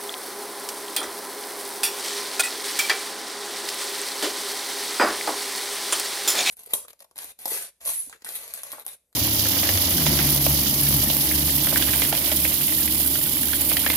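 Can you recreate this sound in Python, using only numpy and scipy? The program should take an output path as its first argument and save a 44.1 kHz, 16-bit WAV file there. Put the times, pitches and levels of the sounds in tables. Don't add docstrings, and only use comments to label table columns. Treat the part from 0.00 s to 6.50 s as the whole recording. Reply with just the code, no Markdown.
import sys
import numpy as np
from scipy import signal
from scipy.fft import rfft, irfft
from scipy.io import wavfile
from scipy.ndimage import uniform_filter1d

SR = 44100
rng = np.random.default_rng(int(sys.argv[2]) if len(sys.argv) > 2 else 0)


def pcm_store(signal):
    levels = np.round(np.clip(np.atleast_2d(signal), -1, 1) * 32767)
    wavfile.write(sys.argv[1], SR, levels.astype(np.int16).T)


N = 286650
TIME = np.arange(N) / SR
HZ = np.fft.rfftfreq(N, 1 / SR)


def sizzle(flutter_db=0.7):
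    fizz_db, wet_db = frying_levels()
    return (oil_fizz(fizz_db) + wet_frying(wet_db)) * amp(flutter_db * drift(rate_hz=19))


# frequency in Hz, relative level in dB.
OIL_TONE = [(1500, -30), (2600, -12), (4500, -1.3), (6000, -2), (7200, -8), (8200, 1), (9100, 3),
            (10500, 1.7), (12000, -1.7), (14500, -1.5), (16000, -8)]

def oil_fizz(level_db, wash_db=0.5):
    cracks = echoes(unit(clicks(per_s=3000, spread_db=4.3)), db=-6, t60=0.035)
    wash = amp(wash_db) * rng.standard_normal((2, N))
    return unit(shape(cracks + wash, spectrum(OIL_TONE))) * amp(level_db)


# frequency in Hz, relative level in dB.
WET_TONE = [(500, -22), (1200, -4), (1600, -3), (1950, 2), (2600, -3.8), (3300, 1), (4400, 2.7), (5600, 0),
            (7000, -4.7), (8500, -1.5), (11000, -9.5), (16000, -24)]

def wet_frying(level_db, wash_db=1.5, sputter_db=0.6):
    boil = bubbles(low_hz=1170, high_hz=13540, per_s=4000, spread_db=1.8, cycles=1.7)
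    boil = echoes(boil, db=-10, t60=0.035)
    wash = amp(wash_db) * rng.standard_normal((2, N))
    return unit(shape(boil + wash, spectrum(WET_TONE))) * amp(level_db + sputter_db * drift(rate_hz=40))


# start in seconds, rise of the wet frying in dB, seconds for that rise to fall to 37%.
FLARE_UPS = [(2.04, 1.8, 0.08), (2.64, 5, 0.31), (6.35, 3, 0.2)]

def frying_levels(oil_db=-39.8, vegetables_db=-42, pasta_db=-34.2, fizz_flare_share=0.86):
    stir_s, pasta_s, pour_s, warming_db_per_s = 1.04, 1.848, 0.22, 0.8747
    poured_s = pasta_s + pour_s
    food_db = np.interp(TIME, [pasta_s, poured_s], [vegetables_db, pasta_db])
    heat_db = np.interp(TIME, [stir_s, poured_s, poured_s + pour_s], [0, 2.6, 0])
    heat_db += warming_db_per_s * np.maximum(TIME - poured_s, 0)
    flare_db = sum(db * (TIME > s) * np.exp(-abs(TIME - s) / fade) for s, db, fade in FLARE_UPS)
    shade = np.exp(-((TIME - 3.3) / 0.25) ** 2)
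    fizz_db = oil_db + heat_db + fizz_flare_share * flare_db - 7 * shade
    wet_db = food_db + heat_db + flare_db - 4 * shade
    return fizz_db, wet_db


def bubbles(low_hz, high_hz, per_s, spread_db, cycles, sizes=16):
    out = 0
    for hz in np.geomspace(low_hz, high_hz, sizes):
        decay, angle = np.exp(-hz / (cycles * SR)), 2 * np.pi * hz / SR
        bursts = clicks(per_s / sizes, spread_db)
        ringing = signal.lfilter([1, 0, -1], [1, -2 * decay * np.cos(angle), decay * decay], bursts)
        out = out + np.sqrt(hz) * unit(ringing)
    return unit(out)


def echoes(x, db, t60, size=4096):
    energy = signal.fftconvolve(x ** 2, fade_out(t60)[None, :size] ** 2, axes=1)[:, :N]
    return x + amp(db) * unit(np.sqrt(abs(energy)) * rng.standard_normal((2, N)))


# start in seconds, level in dB, pitch in Hz,
# cycles until the pop is loudest, level of the pan's tail against the pop in dB.
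LOUD_SPITS = [(0.0934, -20.5, 3420, 2.8, -36), (0.1411, -16.5, 3380, 0.8, -36),
              (0.6086, -21, 9500, 0.5, -22), (0.8821, -26.5, 3200, 1.5, -24), (1.4387, -23, 4800, 0.7, -20),
              (2.424, -16, 3700, 1.5, -26), (3.6622, -21, 4000, 1, -18), (3.6887, -10, 5000, 0.35, -9),
              (3.744, -17, 10000, 0.8, -15), (4.016, -14, 8500, 2, -36), (4.0876, -15.5, 4500, 0.7, -26),
              (5.1055, -17, 4600, 0.7, -24), (5.2116, -16.5, 2150, 1, -36), (5.5523, -16, 4940, 1, -30)]

def oil_spits(small_per_s=3.3, small_db=-26, small_hz=(5000, 12000), small_cycles=0.7, small_tail_db=-24):
    out, t = np.zeros((2, N)), TIME[:32768]
    small = [(when * N / SR, small_db, np.interp(pitch, [0, 1], small_hz), small_cycles, small_tail_db)
             for when, pitch in rng.random((round(small_per_s * N / SR), 2))]
    for start, db, hz, cycles, tail_db in LOUD_SPITS + small:
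        age = t * hz / cycles
        pop = age * np.exp(1 - age) * np.sin(2 * np.pi * hz * t)
        tone = [(100, -30), (hz / 5, -4), (hz / 1.64, -2), (hz, 4), (hz * 1.56, -2), (hz * 4, -12)]
        add(out, start, amp(db) * (pop + amp(tail_db) * clatter(tone, t60=0.04)))
    return out


# pitch in Hz, relative level in dB, full ringing time in seconds (to fade by 60 dB).
RINGING_NOTES = [(779, -0.5, 0.45), (1420, 0, 0.31), (1770, 3, 0.2), (1970, 2, 0.25), (2316, -1.5, 0.38),
                 (2335, -1.5, 0.45), (2477, 2, 0.25), (2560, 0, 0.26), (2760, 2, 0.22), (3190, 0.5, 0.24),
                 (3260, 0, 0.2), (3465, 0, 0.3), (4040, -2, 0.18), (4590, -1, 0.18), (4745, 0, 0.18),
                 (5150, 4.5, 0.27), (5590, 1, 0.22), (5830, 4, 0.17), (6280, -1, 0.15), (7125, 5.5, 0.22),
                 (7340, 5, 0.07), (8085, 2, 0.17), (8990, 2, 0.16), (9310, 3, 0.16), (9670, 1, .13),
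                 (10345, 2, 0.13), (10700, 4, 0.14), (11620, 0, 0.18), (12100, -1, 0.12), (13500, 0, 0.12),
                 (14250, 0, 0.1)]
# frequency in Hz, gain of the scattered sound in dB.
HIT_SCATTER = [(4000, -0.5), (9000, 2.5), (15000, 5)]

def spatula(clash_db=-3, room_db=-22, shimmer_db=-1.5, other_notes_db=-15, rattle_db=4):
    out = np.zeros((2, N))
    rattle = unit(amp(rattle_db * drift(rate_hz=110)))
    for start, strength, tone, t60, skid, crack_db, ring_db, ring_share, contact_hz in hits():
        sound = amp(clash_db) * clatter(tone, t60, skid) + amp(room_db) * clatter(tone, t60=0.57)
        brighter = [(hz, db + 0.25 * hz / 1000) for hz, db in tone]
        sound += amp(crack_db) * clatter(brighter, t60=0.03)
        sound += amp(shimmer_db) * steel_shimmer(tone, t60 * 1.17, skid)
        for hz, db, note_t60 in RINGING_NOTES:
            uneven = rattle[rng.integers(N // 2):][:sound.shape[1]]
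            gain = amp(ring_db + db) * (favoured(hz, contact_hz, width=0.025) + amp(other_notes_db))
            sound += gain * uneven * ring(hz, note_t60 * ring_share, skid)
        add(out, start, strength * sound)
    return np.array([out[0], shape(out[1], spectrum(HIT_SCATTER))])


# start in seconds, relative clash level in dB, treble loss in dB per kHz,
# lift near the favoured pitches in dB, seconds for the clash to fade by 60 dB, skid in seconds,
# relative crack level in dB, relative ring level in dB, share of the full ringing time (0-1),
# bounce strength (0-1), then the pitches in Hz that the struck spot favours.
SPATULA_HITS = [(0.6888, -23, 0.35, 2, 0.055, 0, -12, -51, 1, 0, 2325, 4550, 5830, 9500),
                (0.964, -21.5, 0.6, 10.5, 0.065, 0, -4, -27, 1, 0, 3205, 3540, 4060, 4500, 8300, 9270, 9580, 14500),
                (1.029, -28, 0.6, 4, 0.12, 0, -20, -41, 1, 0, 1610, 2000, 5870, 8900),
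                (1.8331, -23.3, 0, 2.6, 0.18, 0.002, -8, -26, 1, 0.55, 1250, 2560, 2700, 3465, 4660, 5500, 8220, 8880, 9670, 10345, 11620),
                (2.3952, -18.5, 0.35, 4, 0.06, 0.012, -7, -24, 0.2, 0, 800, 1420, 2470, 3535, 4490, 7930, 8990),
                (2.434, -30, 0.55, 4, 0.16, 0.02, -20, -33.5, 0.7, 0, 760, 1390, 1970, 2477, 2540, 4500, 8090, 8900),
                (2.7905, -19.5, 0.35, 4, 0.17, 0, 3, -24, 1, 0.2, 700, 1330, 2327, 3120, 5430, 7850, 14600),
                (2.8962, -10, 1.8, 7, 0.13, 0.00015, -6, -23, 0.6, 0.27, 1770, 1970, 2290, 3260, 4745),
                (4.2246, -17, 1.1, 2.3, 0.27, 0, -9, -42, 1, 1, 450, 1400, 3440, 4200),
                (5.924, -16, 1.05, 3.7, 0.12, 0.006, -14, -27, 0.7, 0, 900, 1250, 3150, 6400, 7340, 9310),
                (5.9975, -22, 0, 6, 0.036, 0, -12, -36, 1, 0, 4300, 6040, 8088, 9200),
                (6.2765, -18.5, 0.35, 2, 0.22, 0.02, -4, -30.5, 1, 0, 1200, 3465, 5150, 5830, 7125, 10150, 10750, 13500)]

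def hits(bounce_s=0.0185, bounce_dull_db_per_khz=0.5):
    for start, db, dull, lift_db, t60, skid, crack_db, ring_db, share, bounce, *pitches in SPATULA_HITS:
        tone = clash_tone(db, dull, lift_db, pitches)
        yield start, 1, tone, t60, skid, crack_db, ring_db, share, pitches
        if bounce > 0:
            tone = clash_tone(db, dull + bounce_dull_db_per_khz, lift_db, pitches)
            yield start + bounce_s, bounce, tone, t60, 0, crack_db, ring_db, share, pitches


# frequency in Hz, relative level in dB.
HARD_CLASH_TONE = [(60, -46), (160, -40), (260, -16), (500, -6), (1000, -1), (2000, 2.5), (4200, 0.5),
                   (6500, 1), (9000, 2), (14000, 1)]

def clash_tone(db, dull_db_per_khz, lift_db, contact_hz):
    hz = np.geomspace(60, 16000, 120)
    hard_db = db + 20 * np.log10(spectrum(HARD_CLASH_TONE, hz))
    spot_db = lift_db * favoured(hz, contact_hz, width=0.16)
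    return np.transpose([hz, hard_db + spot_db - dull_db_per_khz * hz / 1000])


def favoured(hz, contact_hz, width):
    return np.max([np.exp(-(np.log(hz / centre) / width) ** 2) for centre in contact_hz], axis=0)


def steel_shimmer(tone, t60, hold, count=160, size=32768):
    hz = np.fft.rfftfreq(size, 1 / SR)
    strengths = np.zeros(len(hz))
    treble = np.flatnonzero((hz > 2900) & (hz < 15000))
    strengths[rng.choice(treble, count)] = rng.random(count)
    phases = np.exp(2j * np.pi * rng.random((2, len(hz))))
    notes = unit(irfft(strengths * phases)) / np.sqrt(2)
    return fade_out(t60, hold) * shape(notes, spectrum(tone, hz))


# start in seconds, relative thud level in dB, bottom and
# top of the thud's range in Hz, seconds for its body to fade by 60 dB, boom level in dB.
DULL_KNOCKS = [(0.990, -24, 260, 750, 0.09, -55), (1.015, -30, 220, 1500, 0.38, -55),
               (1.03, -31, 200, 500, 0.27, -36), (2.3955, -25, 450, 1150, 0.1, -48),
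               (2.897, -22.5, 380, 2250, 0.28, -50), (4.2245, -14, 270, 560, 0.26, -46),
               (4.9975, -13, 200, 1890, 0.31, -40), (5.012, -11.5, 165, 1550, 0.34, -27),
               (5.274, -15.5, 260, 1100, 0.25, -44), (5.924, -25, 400, 1400, 0.16, -55),
               (6.277, -28, 250, 1400, 0.25, -60), (6.345, -29, 230, 1200, 0.54, -47)]

def knocks(impact_db=7.5, body_db=9.5):
    out = np.zeros((2, N))
    boom_tone = [(25, -8), (70, 20), (120, -2), (300, -7), (1000, -26), (5000, -55)]
    for start, db, bottom_hz, top_hz, t60, boom_db in DULL_KNOCKS:
        low_cut = signal.butter(5, bottom_hz, "high", fs=SR, output="sos")
        tone = [(40, -45), (150, -22), (250, 0), (top_hz * 0.88, 0), (top_hz * 1.09, -3),
                (top_hz * 1.7, -16), (top_hz * 3, -28), (top_hz * 6, -45)]
        thud = amp(impact_db) * clatter(tone, t60=0.03) + amp(body_db) * clatter(tone, t60)
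        boom = amp(boom_db) * clatter(boom_tone, t60=0.87)
        add(out, start, amp(db) * signal.sosfilt(low_cut, thud) + boom)
    return out


# start in seconds, pitch in Hz, level in dB, seconds to fade by 60 dB.
BOWL_NOTES = [(4.981, 4898, -33, 0.2), (4.981, 8000, -33, 0.15), (5.002, 4898, -26, 0.26),
              (5.014, 4925, -22, 0.17), (5.012, 8000, -31, .1)]

def glass_bowl():
    out = np.zeros((2, N))
    for start, hz, db, t60 in BOWL_NOTES:
        add(out, start, amp(db) * ring(hz, t60))
    return out


# frequency in Hz, relative level in dB.
RASP_TONE = [(100, -33), (250, -10), (500, -15), (740, 4), (950, -6), (1600, -0.5), (2300, 4), (3500, 2.5),
             (5200, 0.5), (7000, -0.5), (9000, -6), (16000, -12)]
# start in seconds, length in seconds, level in dB,
# seconds for the chatter to fade by 60 dB, then the pitches that chatter in Hz.
SCRAPE_STROKES = [(6.364, 0.072, -25.8, 0.03, 742, 2380, 3530, 5250, 6920),
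                  (6.44, 0.12, -27.5, 0.015, 2400, 3250, 3700, 4200),
                  (6.452, 0.09, -27.5, 0.025, 2100, 2200, 2330, 2520)]

def scrape(grit_db=1.2, wander_db=2, chatter_db=1):
    out = np.zeros((2, N))
    slips = clicks(per_s=5000, spread_db=1.4) * amp(grit_db * drift(rate_hz=120))
    rasp = unit(shape(slips, spectrum(RASP_TONE)))
    for start, length, db, t60, *pitches in SCRAPE_STROKES:
        chatter = 0
        for hz in pitches:
            note = signal.oaconvolve(slips, ring(hz, t60), axes=1)[:, :N]
            chatter += note * amp(wander_db * drift(rate_hz=50))
        progress = np.clip((TIME - start) / length, 0, 1)
        pressure = np.sqrt(np.sin(np.pi * progress).clip(0))
        out += amp(db) * pressure * (rasp + amp(chatter_db) * unit(chatter))
    return out


# frequency in Hz, relative level in dB.
AIR_TONE = [(15, -72), (25, -45), (97, -29), (171, -30.5), (196, -19), (372, -7.5), (403, 0), (435, -7),
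            (528, -12), (795, -7.5), (859, -9), (984, -8.5), (1110, -11), (2060, -16), (2600, -25.5),
            (3380, -68), (5720, -120)]
# multiple of the fan's speed, level in dB.
BLADE_HUM = [(3, -62.5), (4, -57), (5, -58), (6, -46), (8, -54), (12, -51.5), (15, -50)]

def cooling_fan(turns_per_s=67.9, waver=0.00385, throb_db=1, air_db=-39):
    turns = np.cumsum(turns_per_s * (1 + waver * drift(rate_hz=12.2))) / SR
    hum = 0
    for multiple, db in BLADE_HUM:
        gain = np.sqrt(2) * amp(db + throb_db * drift(rate_hz=21))
        hum += gain * np.sin(2 * np.pi * (multiple * turns + rng.random((2, 1))))
    air = unit(shape(rng.standard_normal((2, N)), spectrum(AIR_TONE)))
    return hum + amp(air_db) * air


def clicks(per_s, spread_db):
    size = amp(spread_db * np.minimum(rng.exponential(1, (2, N)), 5)) * rng.choice([-1, 1], (2, N))
    return size * (rng.random((2, N)) < per_s / SR)


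def ring(hz, t60, hold=0, size=32768):
    phase = 2 * np.pi * rng.random((2, 1))
    return fade_out(t60, hold) * np.cos(2 * np.pi * hz * TIME[:size] + phase)


def clatter(tone, t60, hold=0, size=32768):
    gain = spectrum(tone, np.fft.rfftfreq(size, 1 / SR))
    return fade_out(t60, hold) * shape(rng.standard_normal((2, size)), gain)


def fade_out(t60, hold=0, size=32768):
    return amp(-60 * np.maximum(TIME[:size] - hold, 0) / t60)


def drift(rate_hz):
    return unit(shape(rng.standard_normal(N), np.exp(-(HZ / rate_hz) ** 2)))


def spectrum(points, hz=HZ):
    point_hz, db = np.transpose(points)
    return amp(np.interp(np.log(hz + 1), np.log(point_hz + 1), db))


def shape(x, gain):
    return irfft(rfft(x) * gain, x.shape[-1])


def amp(db):
    return 10 ** (np.asarray(db) / 20)


def unit(x):
    return x / np.sqrt(np.mean(x ** 2) + 1e-20)


def add(mix, start, sound):
    part = mix[:, round(start * SR):][:, :sound.shape[-1]]
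    part += sound[..., :part.shape[1]]


# frequency in Hz, scattered against direct level in dB.
KITCHEN_SCATTER = [(60, -15), (200, -20), (400, -20.5), (700, -14.5), (1900, -17.5), (2600, -13),
                   (3700, -21), (5200, -14.5), (7400, -12), (9000, -15), (10500, -13), (15000, -16)]
# frequency in Hz, left against right level in dB.
LEFT_RIGHT_LEAN = [(60, 0), (130, -1), (290, -0.5), (640, -1), (1410, -0.5), (3100, 0), (6820, -1.5),
                   (15000, 0.5)]

def scene(low_cut_hz=175):
    frying, fan = sizzle(), cooling_fan()
    events = oil_spits() + spatula() + knocks() + glass_bowl() + scrape()
    low_cut = signal.butter(2, low_cut_hz, "high", fs=SR, output="sos")
    direct, scattered = frying + fan + signal.sosfilt(low_cut, events)
    side = shape(scattered, spectrum(KITCHEN_SCATTER))
    lean = np.sqrt(spectrum(LEFT_RIGHT_LEAN))
    return np.array([shape(direct + side, lean), shape(direct - side, 1 / lean)])


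def record(dry, threshold_db=-18, squeeze=0.29, recovery_db_per_s=70, top_hz=15950):
    power_db = 10 * np.log10(abs(uniform_filter1d((dry ** 2).mean(0), size=130)) + 1e-12)
    fall_db = TIME * recovery_db_per_s
    held_db = np.maximum.accumulate(power_db + fall_db) - fall_db
    over_db = np.maximum(held_db - threshold_db, 0)
    limited = dry * amp(-squeeze * uniform_filter1d(over_db, size=60))
    high_cut = signal.firwin(511, top_hz, window=("kaiser", 9), fs=SR)
    return signal.oaconvolve(limited, high_cut[None], "same")


dry = scene()
out = record(dry)
pcm_store(out)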